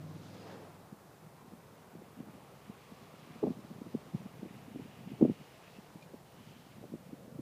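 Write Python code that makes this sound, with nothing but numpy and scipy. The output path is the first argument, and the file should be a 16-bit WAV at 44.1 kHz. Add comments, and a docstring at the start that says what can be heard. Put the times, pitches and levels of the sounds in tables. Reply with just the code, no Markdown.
"""A pickup truck swings round on a snowy forest road, far from the microphone: its V8 revs through the
exhaust pipe, the tyres churn and spray snow, then it rolls away gently with two faint squeaks.
Close by, eddies of wind buffet the microphone in short dull bumps over a lumpy rumble.
Behind it all lie the rush of the pines and a faint steady hiss."""
import sys
import numpy as np
from scipy import signal
from scipy.fft import rfft, irfft, next_fast_len
from scipy.io import wavfile

SR = 44100
rng = np.random.default_rng(int(sys.argv[2]) if len(sys.argv) > 2 else 0)


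def master(y):
    """Save y as 16-bit WAV."""
    cut = np.clip(np.atleast_2d(y).T, -1, 1)
    pcm = np.round(cut * 32767)  # scale
    wavfile.write(sys.argv[1], SR, pcm.astype(np.int16))


N = 326781

# spectra of the pines all round, the hiss and the wind at the microphone: f/Hz, relative level/dB
PINES_SPECTRUM = [(25, -22), (60, -14), (100, -3), (150, 2.5), (210, -3), (300, -11.5), (600, -21.5),
                  (1200, -18), (3000, -27), (8000, -44)]
HISS_SPECTRUM = [(100, -2), (2000, 1.5), (5000, 4.5), (9000, 5), (15000, 4), (18000, -3.5)]
WIND_SPECTRUM = [(25, -33), (55, -22), (85, -7), (120, 0), (170, 3), (230, 0), (320, -8.5), (480, -13.5),
                 (800, -21.5), (1600, -45)]
# air flow over the microphone, rising and dropping in gusts: t/s, relative level/dB
AIR_FLOW = [(1.05, -77), (1.5, -64.5), (1.8, -73), (2.2, -59.5), (2.5, -69.5), (3.2, -65.5), (3.65, -58),
            (4.3, -57.5), (4.75, -56.5), (4.9, -57), (5.2, -56.5), (5.6, -73), (6.22, -66.5), (6.42, -62),
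            (6.65, -63.5), (7.41, -58.5)]
# buffets ahead of the microphone port: t/s, relative level/dB, f/Hz, half duration/s
BUFFETS = [(0.931, -42, 200, .006), (1.538, -45, 205, .018), (1.735, -47, 210, 0.0052),
           (1.954, -41, 235, 0.015), (1.994, -46.5, 186, 0.0087), (2.021, -44.5, 500, 0.0031),
           (2.179, -41, 170, 0.0087), (2.207, -37, 236, 0.019), (2.288, -43.5, 190, 0.0089),
           (2.701, -39, 192, 0.0031), (2.923, -46, 210, 0.0091), (3.306, -44, 225, 0.0043),
           (3.361, -40, 213, .004), (3.439, -19.5, 343, 0.0098), (3.47, -27, 403, .011),
           (3.482, -26.5, 217, 0.0052), (3.506, -28.5, 215, 0.0093), (3.715, -38, 198, 0.011),
           (3.818, -40.5, 273, 0.0043), (3.871, -38, 251, 0.015), (3.95, -27, 256, 0.0051),
           (4.149, -29, 186, 0.0097), (4.261, -38.5, 184, 0.0043), (4.432, -36, 233, 0.0075),
           (4.461, -36.5, 285, 0.0087), (4.76, -35.5, 275, 0.0092), (4.798, -35.5, 251, .026),
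           (5.075, -42, 193, 0.0065), (5.119, -37, 212, 0.017), (5.227, -12.5, 272, .013),
           (5.253, -19, 303, 0.0095), (5.299, -23.5, 232, .016), (5.414, -44, 161, .005),
           (5.789, -46, 206, 0.0041), (5.958, -43, 196, 0.0067), (6.142, -38.5, 284, 0.0046),
           (6.408, -44, 193, 0.0058), (6.767, -45.5, 220, 0.0044), (6.842, -39, 400, .012),
           (6.94, -32, 265, .014), (7.131, -39, 263, 0.0091), (7.356, -42.5, 176, 0.0074),
           (7.394, -34.5, 237, 0.0054)]
# faint squeaks from the truck: t/s, relative level/dB, f/Hz, half duration/s
SQUEAKS = [(5.76, -62.5, 2625, 0.018), (6.028, -59.5, 2420, 0.0073)]
# faint narrow bands of noise that swell and fade: t/s, level/dB, f/Hz, width/Hz, half duration/s
NOISE_BANDS = [(0.427, -72, 5000, 240, 0.077), (.52, -56.5, 482, 220, 0.089),
               (0.498, -66, 1636, 400, 0.098), (3.2, -67, 1129, 220, 0.51), (5.202, -74.5, 2900, 350, 0.52),
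               (6.5, -69.5, 2986, 900, .14), (7.252, -58.5, 519.6, 160, 0.17)]
# spectra of the far roar, churned snow and fine spray: f/Hz, relative level/dB
ROAR_SPECTRUM = [(100, -19), (250, -6.5), (400, 0.5), (540, -1.5), (700, -1.5), (880, -4), (1100, -6.5),
                 (1400, -11), (2000, -18.5), (3500, -39.5)]
CHURN_SPECTRUM = [(700, -20), (1200, -11), (1600, -1.5), (2100, 2.5), (2400, 2.5), (2850, 1), (3400, -3.5),
                  (4500, -18), (8000, -32)]
SPRAY_SPECTRUM = [(1500, -16), (2800, -5), (3800, 0), (4500, -2), (5000, -2.5), (5700, -5.5), (7000, -8.5),
                  (9000, -18.5), (14000, -37)]
# the tyres dig in at the turn, then twice more pulling away: t/s, roar/dB, churn/dB, spray/dB
TYRES = [(0, -58.5, -74, -72.5), (.3, -57.5, -71, -65), (.49, -53, -64.5, -65.5), (.7, -57.5, -74, -72.5),
         (.95, -60.5, -80, -79), (2.45, -59.5, -70.5, -76.5), (2.9, -60, -68, -70.5),
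         (3.42, -58.5, -67, -70.5), (3.68, -60, -71.5, -71.5), (4.15, -59, -68.5, -71.5),
         (4.8, -60, -66.5, -73.5), (5.75, -59.5, -66, -70), (5.92, -60, -73.5, -72),
         (6.25, -61.5, -76, -75), (6.48, -61, -69, -70), (7.41, -63.5, -78, -80)]
# exhaust orders: multiple of the cycle rate, relative level/dB
EXHAUST_ORDERS = [(5, 2), (6, -6), (7, -1.5), (8, -4.5), (9, 2), (10, -4.5), (11, -6), (12, -8), (13, -2),
                  (14, -14), (15, -3), (16, -7), (17, -8), (18, -10), (21, -24), (24, -19.5), (26, -18),
                  (32, -18)]
# the driver revs through the turn, blips once, then cruises: t/s, cycle rate/Hz, level before the pipe/dB
ENGINE_REVS = [(0, 19.25, -51), (.17, 19.55, -52.5), (.32, 20.7, -52), (.62, 20.6, -55.5), (.85, 17.6, -65),
               (1, 17.5, -87), (1.25, 23, -61.5), (1.45, 15.5, -73.5), (7.41, 14, -73.5)]


def from_db(db):
    """Decibels to gain."""
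    return 10 ** (np.asarray(db) / 20)


def rms_one(x):
    """Scale to rms 1."""
    return x / np.sqrt(np.mean(x ** 2) + 1e-20)


def in_time(rows):
    """Each column of a curve at every sample."""
    times, *columns = np.transpose(rows)
    return [np.interp(np.arange(N) / SR, times, column) for column in columns]


def drift(rate_hz):
    """A smooth random wander of rms about 1."""
    step, settle = 40, 2000
    pole = np.exp(-2 * np.pi * rate_hz * step / SR)
    white = rng.standard_normal(N // step + settle + 2)
    slow = signal.lfilter([1], [1, -2 * pole, pole * pole], white)[settle:]
    return np.interp(np.arange(N) / step, np.arange(len(slow)), rms_one(slow))


def colour(x, spectrum):
    """Give a steady sound a spectrum; rms 1."""
    hz, db = np.transpose(spectrum)
    size = next_fast_len(N)
    bins_hz = np.maximum(np.fft.rfftfreq(size, 1 / SR), 1)
    gain = from_db(np.interp(np.log(bins_hz), np.log(hz), db))
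    return rms_one(irfft(rfft(x, size) * gain, size)[:N])


def noise(spectrum):
    """Smooth noise of a given colour; rms 1."""
    return colour(rng.standard_normal(N), spectrum)


def swell(t, half_s):
    """An envelope that rises and dies away around t = 0."""
    return 1 / np.cosh(np.clip(t / half_s, -50, 50))


def forest():
    """The bed of the place: the rush of the pines and a faint steady hiss."""
    return from_db(-62) * noise(PINES_SPECTRUM) + from_db(-70) * noise(HISS_SPECTRUM)


def add_eddy(out, s, db, hz, turn, crest_db, half_cycles=0.41):
    """One eddy rocks the pressure for a few swings, steepest at their height; small eddies are quick."""
    centre = int(s * SR)
    near = np.arange(*np.clip([centre - SR // 20, centre + SR // 20], 0, N))
    age = near / SR - s
    phase = 2 * np.pi * (hz * age + turn)
    core = swell(age, half_cycles / hz)
    steepening = from_db(crest_db) * core * np.sin(2 * phase)
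    out[near] += from_db(db) * core * (np.cos(phase) + steepening)


def puffs(flow_db, per_s=9, lift_db=15, spread_db=2, centre_hz=196, octaves=0.53):
    """Small eddies reach the microphone by chance, as strong as the air flow allows."""
    out = np.zeros(N)
    arrivals = np.flatnonzero(rng.random(N) < per_s / SR)
    turn = rng.random(N)
    strength, pitch = rng.uniform(-1.03, 1, (2, N))
    for i in arrivals:
        db = flow_db[i] + lift_db + spread_db * strength[i]
        hz = centre_hz * 2 ** (octaves * pitch[i])
        add_eddy(out, i / SR, db, hz, turn[i], crest_db=-20)
    return out


def buffets(shed_count=4, scatter_octaves=0.36, sink_octaves=0.14, crest_db=-16.5, wake_db=-22):
    """Right on the microphone: a slap and a strong eddy, with weaker ones shed in a turbulent wake."""
    t, out = np.arange(N) / SR, np.zeros(N)
    wake = noise(WIND_SPECTRUM)
    chance = rng.random((len(BUFFETS), shed_count + 1, 3))
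    for (s, db, hz, half_s), (turns, *shed) in zip(BUFFETS, chance):
        add_eddy(out, s - 0.00196, db - 9, hz * 1.65, turns[0], crest_db)  # the quick opening slap
        add_eddy(out, s, db, hz, turns[1], crest_db)
        for place, (turn, jitter, pitch) in zip(np.linspace(-1, 1, shed_count), shed):
            when = s + half_s * (place + (jitter - .5) / 2)
            octaves = scatter_octaves * (2 * pitch - 1) - sink_octaves * place  # later ones tend lower
            add_eddy(out, when, db - 6.5, hz * 0.92 * 2 ** octaves, turn, crest_db)
        out += from_db(db + wake_db) * wake * swell(t - s, 0.95 * half_s)
    return out


def microphone_port(pressure, low_hz=121, high_hz=1190):
    """The microphone port passes only the low middle of the wind's pressure."""
    low_cut = signal.butter(2, low_hz, "high", fs=SR, output="sos")
    high_cut = signal.butter(6, high_hz, "low", fs=SR, output="sos")
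    return signal.sosfilt(np.vstack([low_cut, high_cut]), pressure + 1e-18)


def wind(lumps_db=4.5, lumps_hz=17):
    """Air flowing over the microphone: a lumpy rumble, with small puffs and stronger buffets."""
    flow_db, = in_time(AIR_FLOW)
    rumble = from_db(flow_db - 0.5 + lumps_db * drift(lumps_hz)) * noise(WIND_SPECTRUM)
    eddies = buffets() + puffs(flow_db)
    return rumble + from_db(2) * microphone_port(eddies)


def noise_bands():
    """Faint narrow bands of noise swell and fade, from a low hum to a thin high whine."""
    t, out = np.arange(N) / SR, np.zeros(N)
    for s, db, hz, width_hz, half_s in NOISE_BANDS:
        phase = 2 * np.pi * hz * t
        band = drift(width_hz / 2) * np.cos(phase) + drift(width_hz / 2) * np.sin(phase)
        out += from_db(db) * swell(t - s, half_s) * band
    return out


def squeaks(octave_db=-17, rasp_db=-9, waver=0.0088):
    """Short rubbing squeaks, faint at this distance: a wavering tone, its octave and a little rasp."""
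    t, out = np.arange(N) / SR, np.zeros(N)
    rasp = from_db(rasp_db) * noise(SPRAY_SPECTRUM)
    bend = 1 + waver * drift(90)
    grip = 1 + .5 * drift(160)  # the rubbing catches and slips
    for s, db, hz, half_s in SQUEAKS:
        phase = 2 * np.pi * np.cumsum(hz * bend) / SR
        tone = np.sin(phase) + from_db(octave_db) * np.sin(2 * phase)
        out += from_db(db) * swell(t - s, half_s) * grip * (tone + rasp)
    return out


def snow(spectrum, clump_db, grains_per_s=16000):
    """Countless grains crushed and flung by the treads, arriving in clumps."""
    arrivals = rng.random(N) < grains_per_s / SR
    grains = arrivals * rng.standard_normal(N)
    return colour(grains * from_db(clump_db * drift(15)), spectrum)


def far_roar(cycles, throb=0.19, flutter_db=1.5):
    """Engine and treads roar, pulsing eight times a cycle; moving air on the way wavers each band."""
    firing = 1 + throb * np.cos(2 * np.pi * 8 * cycles)
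    roars = [colour(rng.standard_normal(N) * firing, ROAR_SPECTRUM) for _ in range(2)]
    edges_hz = np.geomspace(120, 2800, 15)
    out = np.zeros(N)
    for k, band in enumerate(zip(edges_hz, edges_hz[1:])):
        band_pass = signal.butter(2, band, "band", fs=SR, output="sos")
        out += signal.sosfilt(band_pass, roars[k % 2]) * from_db(flutter_db * drift(6.4))
    return rms_one(out)


def exhaust(cycle_hz, cycles, pipe_hz=155, pipe_width_hz=3.5, pipe_db=15.5, rough=.11, wander=.012):
    """Uneven firing sounds multiples of the four-stroke cycle rate; they boom at the pipe's resonance."""
    out, power = np.zeros(N), 0
    for order, db in EXHAUST_ORDERS:
        boom_db = pipe_db / (1 + ((order * cycle_hz - pipe_hz) / pipe_width_hz) ** 2)
        phase = 2 * np.pi * (order * cycles + rng.random()) + wander * order * drift(2.9)
        out += from_db(db + boom_db) * (1 + rough * drift(13)) * np.sin(phase)
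        power += from_db(db) ** 2 / 2
    return out / np.sqrt(power)


def truck():
    """The pickup far down the road: V8 exhaust, roar and snow, with faint noise bands and squeaks."""
    cycle_hz, exhaust_db = in_time(ENGINE_REVS)
    roar_db, churn_db, spray_db = in_time(TYRES)
    cycles = np.cumsum(cycle_hz) / SR
    out = from_db(exhaust_db) * exhaust(cycle_hz, cycles)
    out += from_db(roar_db) * far_roar(cycles)
    out += from_db(churn_db) * snow(CHURN_SPECTRUM, clump_db=1.53)
    out += from_db(spray_db) * snow(SPRAY_SPECTRUM, clump_db=1.0)
    return out + noise_bands() + from_db(0.5) * squeaks()


def scene():
    """One microphone among the pines: forest all round, wind up close, the truck far off."""
    return (forest() + wind() + truck())[None]


def record(dry):
    """The microphone chain cuts the top steeply."""
    cutoff_hz = 15350
    return signal.sosfilt(signal.ellip(16, .1, 70, cutoff_hz, fs=SR, output="sos"), dry)


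dry = scene()
out = record(dry)
master(out)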